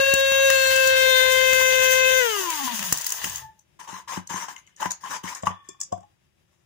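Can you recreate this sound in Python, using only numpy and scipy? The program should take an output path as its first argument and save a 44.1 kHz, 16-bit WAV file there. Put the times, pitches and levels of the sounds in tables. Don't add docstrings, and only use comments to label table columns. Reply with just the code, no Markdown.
import sys
import numpy as np
from scipy import signal
from scipy.fft import rfft, irfft, next_fast_len
from scipy.io import wavfile
from scipy.ndimage import uniform_filter1d, map_coordinates

SR = 44100
rng = np.random.default_rng(int(sys.argv[2]) if len(sys.argv) > 2 else 0)


def voltage_ratio(level):
    return 10 ** (np.asarray(level, float) / 20)


def log_audio(samples):
    frames = np.atleast_2d(samples).T
    limited = np.clip(frames, -1, 1)
    pcm = np.round(limited * 32767).astype(np.int16)
    wavfile.write(sys.argv[1], SR, pcm)


N = 293265

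STAGES_S = [
    .15,
    .46,
    .56,
    .85,
    1.15,
    1.55,
]
# (multiple, level in each of the six stages [dB])
ORDER_DB = [(2, -15.5, -16, -17.5, -19.5, -15.5, -15.5), (3, -5, -0.5, -0.5, -1, -3.5, -4),
            (4, -16, -11.5, -11.5, -10.5, -1.5, -3.5), (5, -6, -5.5, -6, -5, -10.5, -6),
            (6, -17, -13.5, -14, -15.5, -11, -16), (7, -5.5, -2.5, -6.5, -11.5, 3.5, -7.5),
            (8, 0.5, -4.5, 5.5, -2.5, 2.5, -16), (9, -23, -31, -23.5, -12, -22, -34),
            (10, -31, -25.5, -21.5, -19.5, -26.5, -24), (11, -18.5, -9.5, -12, -13.5, -16, -17.5),
            (12, -14.5, -7.5, -9.5, -16.5, -20.5, -5.5), (13, -19, -16.5, -14, -16, -21.5, -18),
            (14, -22, -21, -5.5, -9.5, -15.5, -9), (15, -30.5, -26, -15, -16, -26.5, -25)]
# (time [s], shaft speed [Hz], strength [dB])
LOAD = [(0.0, 542.4, -25), (0.06, 543, -26), (0.16, 544, -28), (.21, 540, -26), (.35, 540.3, -27),
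        (0.45, 541.1, -23.5), (0.66, 527.5, -27), (0.88, 526.6, -24), (1.02, 524, -27),
        (1.18, 515.9, -29.5), (1.33, 519.8, -28), (1.6, 517.8, -29.5), (2.18, 516.6, -28.5)]
# (shaft speed [Hz], level [dB])
BASE = [(130, -45.5), (170, -22.5), (277, -19.5), (304, -26.5), (350, -18.5), (420, -9.5), (517, -0.5),
        (541, -0.5)]
# (frequency [Hz], level [dB])
BLADE = [(390, -74), (520, -33.5), (650, -29.5), (830, -10.5), (910, -14), (1005, -2.5), (1120, -12.5),
         (1550, 1)]
# (frequency [Hz], level [dB])
HOUSING = [(400, -21), (700, -4), (950, 4), (1400, -12.5), (2100, -3.5), (3000, 5.5), (3700, -3.5),
           (4250, -3.5), (4700, -1.5), (7000, -2.5)]
LEAN = {1: (-7, 4), 2: (4, 2), 3: (-1, 2), 4: (3, 10), 5: (2, -3), 7: (-4, 2), 8: (7, 0)}
# (time [s], strength [dB])
SWIRL = [(0.0, -37), (0.24, -35.5), (0.7, -32), (1.67, -31.5), (2.14, -32.5), (2.66, -33.5), (2.92, -36),
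         (3.16, -39), (3.25, -33.5), (3.3, -38.5), (3.37, -39.5), (3.42, -49.5), (3.52, -81), (3.62, -71.5)]
# (frequency [Hz], level [dB per Hz])
CUP = [(30, -14.5), (90, -11.5), (160, -25.5), (420, -15), (620, -11.5), (760, -15.5), (950, -5.5),
       (1200, -12.5), (1500, -16.5), (2000, -10.5), (3500, -120)]
CHURN = [(900, -42.5), (1300, -17.5), (1600, -6), (2200, -13), (3000, -5), (3800, -10.5), (4600, -7.5),
         (6000, -39), (9000, -120)]
HISS = [(2470, -35), (4200, -11.5), (4400, -11), (5710, -6.5), (6320, 0), (8160, -10), (9240, -9),
        (12200, -11.5), (13800, -7.5), (14400, -5), (15100, 0), (15900, -19.5), (16300, -48)]
# (frequency [Hz], width [Hz], level [dB])
ROCK = [(73.7, 58, -4), (137.7, 62, -6.5)]
# (time [s], frequency [Hz], level [dB])
SQUEAK = [
    (3.39, 867, -59),
    (3.45, 885, -43),
    (3.495, 882, -47),
    (3.555, 863, -83),
    (3.592, 864, -67),
    (3.62, 870, -80),
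]
# (time [s], level [dB], jolt over it [dB], cup over it [dB])
KICKS = [(0.0094, -30.5, -40.5, -16.5), (0.136, -13, -6.5, -22), (0.3174, -25, -8.5, -12),
         (0.499, -15.5, -20.5, -9.5), (0.669, -22, -34, -26), (0.759, -19, -34, -21),
         (0.871, -16.5, -19, -31.5), (1.5299, -21, -10, -9.5), (1.7997, -27.5, -9, -16),
         (2.4999, -18, -43, -27), (2.79, -24, -19, -9), (2.825, -23.5, -21.5, -10.5),
         (2.9233, -10.5, -10.5, -23), (2.971, -22, -40.5, -31), (2.981, -24.5, -41.5, -31),
         (3.009, -22.5, -40, -30.5), (3.016, -25, -43, -28.5), (3.09, -24.5, -39.5, -25),
         (3.042, -22.5, -30, -25.5), (3.0633, -14.5, -44.5, -25.5), (3.101, -20.5, -42, -28),
         (3.1192, -17.5, -36, -21), (3.241, -19, -13.5, -11.5), (3.295, -27, -33.5, -23),
         (3.356, -26, -32, -21), (3.3792, -32, -35.5, -21)]
# (frequency [Hz], width [Hz], level [dB])
JOLT = [(83.4, 310, 3), (308, 760, 4.5), (885, 220, 0)]
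STEEL = [(1112, 250, -6.5), (1860, 630, -1.5), (3030, 760, 0.5)]
SEED = [(4200, 400, -5.5), (6440, 870, 4.5), (9160, 2000, -0.5), (11800, 4400, -4.5), (15800, 1200, 2.5)]
SLAM = [(1150, 1100, 0)]
# (time [s], lid [dB], counter over lid [dB], nail over lid [dB])
TAPS = [(3.251, -35.5, -2.5, -14), (3.268, -26.5, -16.5, -18), (3.926, -35, -3, -19.5),
        (4.171, -24, -1, -26.5), (4.303, -54, 18, 19), (4.338, -28.5, -2, -9.5), (4.483, -28.5, -41.5, -28),
        (4.818, -21.5, -39.5, -25), (4.826, -16.5, -43, -18), (4.855, -13.5, -15, -27),
        (5.037, -34, -24.5, -19), (5.058, -28.5, -35.5, -15), (5.07, -32, -34.5, -19),
        (5.115, -26.5, -40, -20), (5.139, -26, -48, -15), (5.237, -29.5, -1.5, -19)]
# (time [s], level [dB])
SNAPS = [(3.59, -50), (4.271, -35.5), (4.665, -57), (4.761, -47.5), (4.905, -24.5), (4.914, -23.5),
         (5.347, -29), (5.422, -41.5), (5.686, -36), (5.801, -32), (5.81, -24.5), (5.83, -32)]
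# (time [s], lid [dB], counter over lid [dB], nail over lid [dB])
LIFT = [
    (5.43, -37, 9.5, -13),
    (5.468, -34.5, 9, -1),
    (5.501, -42.5, 8.5, -20),
    (5.691, -50, -12, -11),
    (5.743, -57, -22, -16),
    (5.921, -38, 9.5, -1),
    (5.93, -48.5, 11.5, -9.5),
    (5.975, -59.5, 15.5, 2),
    (6.003, -63, 9, 4),
    (6.028, -56, 0, -12),
]
# (time [s], level [dB])
LID_CREAKS = [
    (4.561, -22),
    (4.578, -30),
    (4.672, -34.5),
    (4.783, -35),
]
# (frequency [Hz], width [Hz], level [dB])
COUNTER = [(96.3, 11, -3.5), (182, 13.5, 7), (270, 54, -2), (359.1, 50, -2.5)]
RIM = [(870, 110, -7), (937, 52, -10.5), (1002, 36, -10), (1628, 110, -14), (2000, 30, -16.5),
       (3020, 170, -15.5)]
TICK = [(4350, 130, 1.5), (6030, 554, 8), (6517, 900, 8.5), (7310, 820, 4.5), (8790, 950, -6),
        (12440, 760, -6.5), (15170, 1200, -2.5)]
CLINK = [(4700, 500, -9), (5900, 450, 4), (6500, 500, 5), (7300, 700, 8), (8840, 1040, -5),
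         (12500, 900, -18)]
DRUM = [(368, 40, 0.0013)]
# (frequency [Hz], width [Hz], level [dB])
LOOSE = [(843, 210, -16.5), (1105.8, 37, 2.5), (1495, 750, -23.5), (1775, 36, -10), (2330, 92, -19),
         (2967, 209.4, -19), (3430, 110, -12.5)]
POP = [(878, 200, -9), (1110, 63, 5), (1900, 810, -18.5), (2930, 500, -21)]
RING = [(1115, 14, 0.0032)]
HOLLOW = [(705, 84, 5.5), (786, 29.5, -19)]
# (time [s], sliding time [s], lid at end [dB], grit over lid [dB], swell along slide [dB])
STROKES = [(3.787, .072, -47, -5.5, -11), (3.869, 0.12, -36.5, -6.5, -0.5), (4.071, 0.045, -32, -3, 7),
           (4.115, 0.055, -35, 0, 0), (4.287, 0.055, -30.5, -1, 5.5), (4.35, 0.089, -31.5, -4, -1.5),
           (4.476, 0.051, -38.5, -4.5, -2.5), (4.555, .0127, -65.5, 12, -4), (4.575, 0.0086, -56.5, 4, -2),
           (4.665, 0.034, -76, 14, 2), (4.762, 0.04, -67, 16, 8), (4.795, 0.064, -30, -5, 1.5),
           (4.898, .0103, -46.5, 12.5, 0), (5.0, .03, -68, 20, 5), (5.03, .07, -32, -9, 2),
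           (5.1, 0.064, -33.5, -1, -1), (5.228, .05, -30.5, -5.5, 4), (5.28, 0.048, -35, -3, 0.5),
           (5.345, 0.038, -50, 7.5, -2), (5.424, .012, -37.5, -15, 0.5), (5.449, 0.014, -32.5, -3.5, 2),
           (5.48, 0.063, -46, -22.5, -9), (5.58, 0.267, -72, -3, 5), (5.635, 0.032, -77, 10.5, 0),
           (6.47, 0.15, -84, 11, 4)]
# (frequency [Hz], width [Hz], level [dB])
LID = [(919, 140, 3), (1056, 106, 6), (1500, 570, -12.5), (1820, 370, -8), (3028, 250, -12)]
CREAK = [(962, 30, -26), (2090, 62, 1), (2995, 280, -1)]
SING = [(1115, 50, 0), (1790, 50, -4), (2400, 70, -7), (3450, 90, -5)]
# (frequency [Hz], level [dB per Hz])
GRIT = [(1760, 8.5), (3000, -10), (4010, -5), (4340, -9), (5840, -3.5), (6870, -22), (8200, -8),
        (11400, -16.5), (13600, -24.5), (15000, -7.5), (15800, -33), (16300, -36.5)]
# (time [s], frequency [Hz], level [dB])
GAP = [
    (5.918, 717.3, -24),
    (5.934, 720, -27.5),
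    (5.986, 699.3, -57),
    (6.046, 828, -53.5),
    (6.1, 776, -85),
]
# (frequency [Hz], level [dB])
KITCHEN = [(15, -66.5), (25, -21), (75, -9), (180, -12.5), (277, -27), (344, -16.5), (439, -28.5),
           (607, -24), (1020, -31), (2690, -29), (3720, -32.5), (16000, -42)]
# (frequency [Hz], time to fall 60 dB [s])
WALLS = [(150, 0.11), (1000, 0.25), (4000, 0.25), (14000, 0.021)]
# (frequency [Hz], level [dB])
LEFT = [(60, 5), (200, 2.5), (500, 8.5), (800, 4), (1500, 13.5), (2500, 7.5), (4500, 1.5), (7000, 8),
        (10000, -1), (15000, 1.5)]
# (frequency [Hz], likeness [0-1])
ALIKE = [(30, 0.82), (80, 0.92), (300, 0.71), (1500, 0.85), (3000, 0.53), (6000, 0.33), (15000, 0.2)]
# (frequency [Hz], phase [rad])
TWIST = [(250, 0), (520, 1.25), (541, 1.9), (1000, 0.18), (1400, 0), (1555, -.25), (1620, -.7), (2050, -.2),
         (2590, -.6), (2700, -1), (3300, 0)]
# (frequency [Hz], width [Hz], level [dB])
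NOTCHES = [(4300, 200, -10), (8400, 400, -3), (12200, 450, -7), (13900, 300, -8)]
# (frequency [Hz], level [dB])
MASK = [(150, -36), (700, -24), (1500, -24), (3000, -19), (4300, -8), (6000, -10), (8500, -5.5),
        (11000, -3), (12200, -2), (13100, -3.5), (14000, -2), (15000, -7)]

OFF_S = 2.19
LOOSE_S = 5.42
STEADY_DB = 1.2


def unit(x):
    return x / np.sqrt(np.mean(x ** 2) + 1e-20)


def along(points, hz):
    f, v = np.transpose(points)
    return np.interp(np.log(hz + 1), np.log(f + 1), v)


def curves(rows):
    s, *cols = np.transpose(rows)
    return [np.interp(np.arange(N) / SR, s, c) for c in cols]


def gate(start, end, fade):
    t = np.arange(N) / SR
    return np.clip((t - start) / fade, 0, 1) * np.clip((end - t) / fade, 0, 1)


def wobble(rate):
    coarse = np.arange(0, N + 16, 16)
    knots = rng.standard_normal(int(N * rate / SR) + 4)
    return np.interp(np.arange(N), coarse, map_coordinates(knots, [coarse * rate / SR]))


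def filtered(x, response):
    m = next_fast_len(N + SR // 2)
    return irfft(rfft(x, m) * response(np.fft.rfftfreq(m, 1 / SR)), m)[..., :N]


def modes(table):
    def response(f):
        return sum((-1) ** k * voltage_ratio(db) * 1j * f * w / (c * c - f * f + 1j * f * w)
                   for k, (c, w, db) in enumerate(table))
    return response


def shade(points):
    return lambda hz: voltage_ratio(along(points, hz))


def grains(grain_db, rate):
    size = voltage_ratio(grain_db * np.array([wobble(rate), wobble(rate)]))
    return size * rng.standard_normal((2, N))


def shaft():
    hz, db = curves(LOAD)
    drag_per_s, rub_hz = 1.15, 101.4
    off = np.clip(np.arange(N) / SR - OFF_S, 0, None)
    return np.clip((hz + rub_hz) * np.exp(-drag_per_s * off) - rub_hz, 1, None), db, off


def motor():
    hz, db, off = shaft()
    t = np.arange(N) / SR
    turn = 2 * np.pi * np.cumsum(hz * (1 + 0.001 * wobble(9) + .001 * wobble(35))) / SR
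    regrip_s = 1.0
    after = np.clip((t - regrip_s) / .12 + .5, 0, 1)

    def line(k, level_db, flutter_db):
        flutter = flutter_db * wobble(14)
        flutter = flutter + 1.2 * gate(-1, 0.2, 0.06) * wobble(80)
        flutter = flutter + 10 * np.clip(off, 0, .5) * wobble(35)
        blur = 0.13 * k ** .5 * (1 + 5.5 * off) * wobble(60)
        tone = voltage_ratio(level_db + flutter) * np.sin(k * turn + blur + rng.uniform(0, 5.9))
        early, late = LEAN.get(k, (0, 0))
        alike = np.clip(along(ALIKE, k * hz[0]), .05, .95)
        lean = np.tanh((early + (late - early) * after) * np.log(10) / 40)
        return tone * np.array([1 + 0 * t, np.sqrt(alike / (1 - alike)) * lean])

    dip_db = sum(-7.5 * np.exp(-((t - s) / 0.013) ** 2) for s in (0.055, .15))
    whine = line(1, db + dip_db + along(BASE, hz) + 8.5, 0.36)
    orders_db = -20.5
    upper_db = orders_db - 23.5 * (1 - np.exp(-off / 0.44))
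    for k, *stage_db in ORDER_DB:
        k, stage = round(k), np.interp(t, STAGES_S, stage_db)
        if k == 3:
            throb = 1 + 0.6 * gate(-1, 0.2, 0.14) * np.cos(2 * np.pi * 36 * (t - 0.011))
            whine += throb * line(k, orders_db + stage + along(BLADE, k * hz), 0.93)
            continue
        stage = stage - 22 * max(k - 8, 0) * np.clip(off, 0, 1)
        if k == 2:
            stage = stage + 12 * gate(OFF_S, OFF_S + 0.18, 0.15) + 0.8 * dip_db
        whine += gate(-1, 2.89, 0.3022) * line(k, upper_db + stage + along(HOUSING, k * hz), 1.79)
    hum = voltage_ratio(-50.5 + .5 * wobble(25)) * np.sin(2 * np.pi * 100 * t) * gate(-1, OFF_S + 0.034, 0.031)
    return whine * gate(-1, 3.06, 0.05) + [hum, 0 * hum]


def powder():
    hiss_db, = curves(SWIRL)
    hz, _, off = shaft()
    slow = 1 - hz / hz[0]
    surge = wobble(11.0)

    cup_db = curves(np.add(SWIRL, [0.021, -14]))[0] + 7 * slow
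    cup = voltage_ratio(cup_db + 0.43 * surge + 2.4 * wobble(25)) * unit(filtered(grains(3.6, 200), shade(CUP)))
    cup = cup - .6 * gate(OFF_S, 9, 0.082) * filtered(cup, lambda f: f < 620)

    rock_size = voltage_ratio(-53.5 + 2.5 * wobble(20)) * gate(3.2, 3.52, 0.065)
    rock = rock_size * unit(filtered(grains(2.8, 60), modes(ROCK)))

    churn_db = hiss_db - 0.5 - 7 * slow - 3 * gate(OFF_S, 2.62, .1)
    churn = voltage_ratio(churn_db + STEADY_DB * wobble(32.07)) * unit(filtered(grains(2.8, 400), shade(CHURN)))

    hiss_size = voltage_ratio(hiss_db + 0.24 * surge + 2.04 * wobble(29.73))
    hiss = hiss_size * unit(filtered(grains(0.874, 900), shade(HISS)))
    hiss = hiss - 0.35 * gate(-1, 1.5, .5) * filtered(hiss, lambda f: np.exp(-((f - 6600) / 570) ** 2))

    squeak_hz, squeak_db = curves(SQUEAK)
    turn = 2 * np.pi * np.cumsum(squeak_hz * (1 + 0.011 * wobble(70))) / SR
    squeak = voltage_ratio(squeak_db + 0.5 + 2.2 * wobble(27.945)) * (np.sin(turn) + 0.24 * np.sin(2 * turn))
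    squeak = squeak * gate(3.39, 3.63, 0.019)
    return (cup + rock + churn + hiss) * gate(-1, 3.64, 0.044) + [squeak, 0 * squeak]


def hits(events, base, body, bright, push_s, blow_s, tick_s):
    push, blow, tick, air = np.zeros((4, N + SR))
    t = np.arange(SR // 20) / SR
    bursts = rng.standard_normal((len(events), 3, len(t)))

    def bump(life):
        return t / life * np.exp(1 - t / life)

    for (s, base_db, body_db, tick_db, *air_db), burst in zip(events, bursts):
        at = slice(round(s * SR), round(s * SR) + len(t))
        click = voltage_ratio(2.5) * bump(0.00019)
        push[at] += voltage_ratio(base_db) * bump(push_s)
        blow[at] += voltage_ratio(body_db) * (bump(blow_s) * burst[0] + click)
        tick[at] += voltage_ratio(tick_db) * bump(tick_s) ** 2 * burst[1]
        air[at] += sum(voltage_ratio(level) for level in air_db) * bump(0.0035) * burst[2]

    def steep(f):
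        return modes(body)(f) * 1j * f / (500 + 1j * f) / (1 + 1j * f / 3500)

    def hollow(f):
        return modes(HOLLOW)(f) / (1 + 1j * f / 700) ** 2

    solid = filtered(push[:N], modes(base)) + filtered(blow[:N], steep)
    return solid + filtered(tick[:N], modes(bright)) + filtered(air[:N], hollow)


def seed_knocks():
    s, db, jolt, cup = np.transpose(KICKS)
    events = np.c_[s, db + jolt + 6, db + cup + 19, db + 6]
    seeds = hits(events, JOLT, STEEL, SEED, 0.0002, .0018, 0.0027)
    slam = hits([(2.9236, -10, -99, -99)], SLAM, STEEL, TICK, 0.0001, .001, .001)
    return seeds + slam


def rim_snaps():
    lid_db, counter_db = -19.5, -33.5
    return [(s, db + lid_db, counter_db - lid_db, -lid_db) for s, db in SNAPS]


def lid_taps():
    s, db, counter, nail = np.transpose(TAPS + [snap for snap in rim_snaps() if snap[0] < LOOSE_S])
    events = np.c_[s, db + counter + 13, db + 20, db + nail + 10.5]
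    taps = hits(events, COUNTER, RIM, TICK[:6], 0.000339, 0.0015, 0.0023)
    creaks = hits([(s, -99, db, db - 12.5) for s, db in LID_CREAKS], DRUM, CREAK, TICK[:5], .001, .0015, .002)
    thump = hits([(5.689, -20.5, -99, -99)], DRUM, CREAK, TICK, 0.00067, .001, .001)
    return taps + creaks + thump


def strokes(db, fall_db_per_s):
    t, total = np.arange(N) / SR, np.zeros(N)
    for (s, hold, *_, swell_db), level in zip(STROKES, db):
        swell = swell_db * (np.clip((t - s) / hold, 0, 1) - 1)
        fall = fall_db_per_s * np.clip(t - s - hold, 0, 1)
        grip = np.clip((t - s) / 0.0099, 0, 1) ** 2
        total += voltage_ratio(level + swell - fall) * grip
    return 20 * np.log10(total + 1e-9)


def patchy(x, patchy_db):
    z = signal.stft(x, nperseg=256)[2]
    field = uniform_filter1d(rng.standard_normal(z.shape[1:]), size=3, axis=0)
    field = uniform_filter1d(field, size=12, axis=1)
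    return unit(signal.istft(z * voltage_ratio(patchy_db * unit(field)), nperseg=256)[1][:, :N])


def glove():
    _, _, lid, grit, _ = np.transpose(STROKES)
    lid_db, grit_db = strokes(lid, 451.5), strokes(lid + grit, 451)
    slips = patchy(grains(3.5, 150), patchy_db=3.2)
    seated = gate(-1, LOOSE_S + 0.16, 0.0514)

    def seated_lid(f):
        return modes(LID)(f) * (1j * f / (500 + 1j * f)) ** 2

    def gritty_rim(f):
        return np.hypot(shade(GRIT)(f), .5 * np.abs(modes(TICK[:4])(f))) * (f / (900 + f)) ** 2

    shell = seated * unit(filtered(slips, seated_lid))
    shell = shell + (1 - seated) * voltage_ratio(3.0) * unit(filtered(slips, modes(LOOSE)))
    rub = voltage_ratio(lid_db - 6.5 + STEADY_DB * wobble(40) + 0.97 * wobble(85)) * shell

    scrape_size = voltage_ratio(grit_db - 1.2 + STEADY_DB * wobble(41) - 1.65 * (2.0 - seated))
    scrape = scrape_size * unit(filtered(patchy(grains(0.86, 700), patchy_db=3.0), gritty_rim))

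    drag = voltage_ratio(lid_db - 24.5 + 1.7 * wobble(12)) * unit(filtered(slips[::-1], modes(COUNTER)))
    creak_size = voltage_ratio(-75 + 3.1 * wobble(30.095)) * gate(4.1, 5.7, 0.011)
    creak = creak_size * unit(filtered(grains(3, 72), modes(CREAK)))
    sing_size = voltage_ratio(-60 + 3.5 * wobble(28)) * gate(5.49, 5.885, .03)
    sing = sing_size * unit(filtered(slips[::-1], lambda f: modes(SING)(f) ** 2))
    return (rub + scrape + drag + creak + sing) * gate(3.75, 7, 0.023)


def loose_lid():
    held_db = -6.5
    snaps = [(s, db + held_db, counter, nail - held_db)
             for s, db, counter, nail in rim_snaps() if s > LOOSE_S]
    s, db, counter, nail = np.transpose(LIFT + snaps)
    events = np.c_[s, db + counter + 13, db + 25, db + nail + 9, db + counter + 21]
    clinks = hits(events, COUNTER, LOOSE, CLINK, 0.0035, 0.0022, 0.0032)
    pop_db = 5.1
    pop = hits([(5.468, pop_db - 7.5, pop_db, -99)], RING, POP, TICK, 0.00015, .0025, .001)
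    return clinks + pop


def gap():
    hz, db = curves(GAP)
    turn = 2 * np.pi * np.cumsum(hz) / SR + .9 * wobble(90)
    return voltage_ratio(db + 1.0 + 3.6 * wobble(70)) * np.sin(turn) * gate(GAP[0][0], GAP[-1][0], 0.0075)


def kitchen():
    size = voltage_ratio(-69 - 0.5 + 2.1 * wobble(17))
    return size * unit(filtered(rng.standard_normal((2, N)), shade(KITCHEN)))


def walls(x):
    hz, t, z = signal.stft(rng.standard_normal((2, SR // 2)), SR, nperseg=256)
    tail = signal.istft(z * voltage_ratio(-60 * t / along(WALLS, hz)[:, None]), SR, nperseg=256)[1]
    return signal.fftconvolve(np.pad(x, (300, 0))[None], tail / np.linalg.norm(tail[0]), axes=1)[:, :N]


def ports(pair):
    m = next_fast_len(N + SR // 2)
    hz = np.fft.rfftfreq(m, 1 / SR)
    a, b = rfft(pair, m)
    same = np.sqrt(np.clip(along(ALIKE, hz), 0, 1))
    other = np.sqrt(1 - same ** 2)
    tilt = voltage_ratio(along(LEFT, hz) / 2)
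    lag_s = 45 / 44100
    lag = np.exp(1j * along(TWIST, hz) - 2j * np.pi * hz * lag_s)
    norm = 2 / np.sqrt(tilt ** 2 + tilt ** -2)
    left = (same * a + other * b) * tilt * lag
    right = (same * a - other * b) / tilt
    return irfft(norm * np.array([left, right]), m)[:, :N]


def scene():
    whine = motor()
    hard = seed_knocks() + lid_taps() + loose_lid() + gap()
    near = powder() + glove() + [hard, 0 * hard] + whine
    echo = walls(near[0] - 0.56 * whine[0])
    return ports(near + kitchen()) + voltage_ratio(-11.5) * echo


def thinned(x):
    hz, _, z = signal.stft(x, SR, nperseg=1024)
    power = np.mean(np.abs(z) ** 2, axis=0)
    band = uniform_filter1d(uniform_filter1d(power, size=5, axis=0), size=3, axis=1)
    around = uniform_filter1d(band, size=41, axis=0)
    luck = rng.standard_normal((band.shape[0] // 6 + 1, band.shape[1] // 7 + 1))
    luck = luck.repeat(6, axis=0).repeat(7, axis=1)
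    luck_db = 3 * luck[:band.shape[0], :band.shape[1]]
    contrast_db = 10 * np.log10(np.abs(band / (around + 1e-20)) + 1e-9)
    margin_db = contrast_db - along(MASK, hz)[:, None] + luck_db
    keep = .02 + .98 / (1 + np.exp(-np.clip(2 * margin_db, -30, 30)))
    return signal.istft(z * keep, SR, nperseg=1024)[1][:, :N]


def top_cut(x):
    return signal.sosfilt(signal.butter(12, 16860, fs=SR, output="sos"), x)


def record(dry):
    def phone(hz):
        dips = voltage_ratio(sum(db * np.exp(-((hz - c) / w) ** 2) for c, w, db in NOTCHES))
        bass_cut = (1j * hz / (40 + 1j * hz)) ** 2
        return dips * bass_cut * np.clip((16100 - hz) / 500, 0, 1)

    mix = thinned(filtered(dry, phone))
    return top_cut(mix)


dry = scene()
out = record(dry)
log_audio(out)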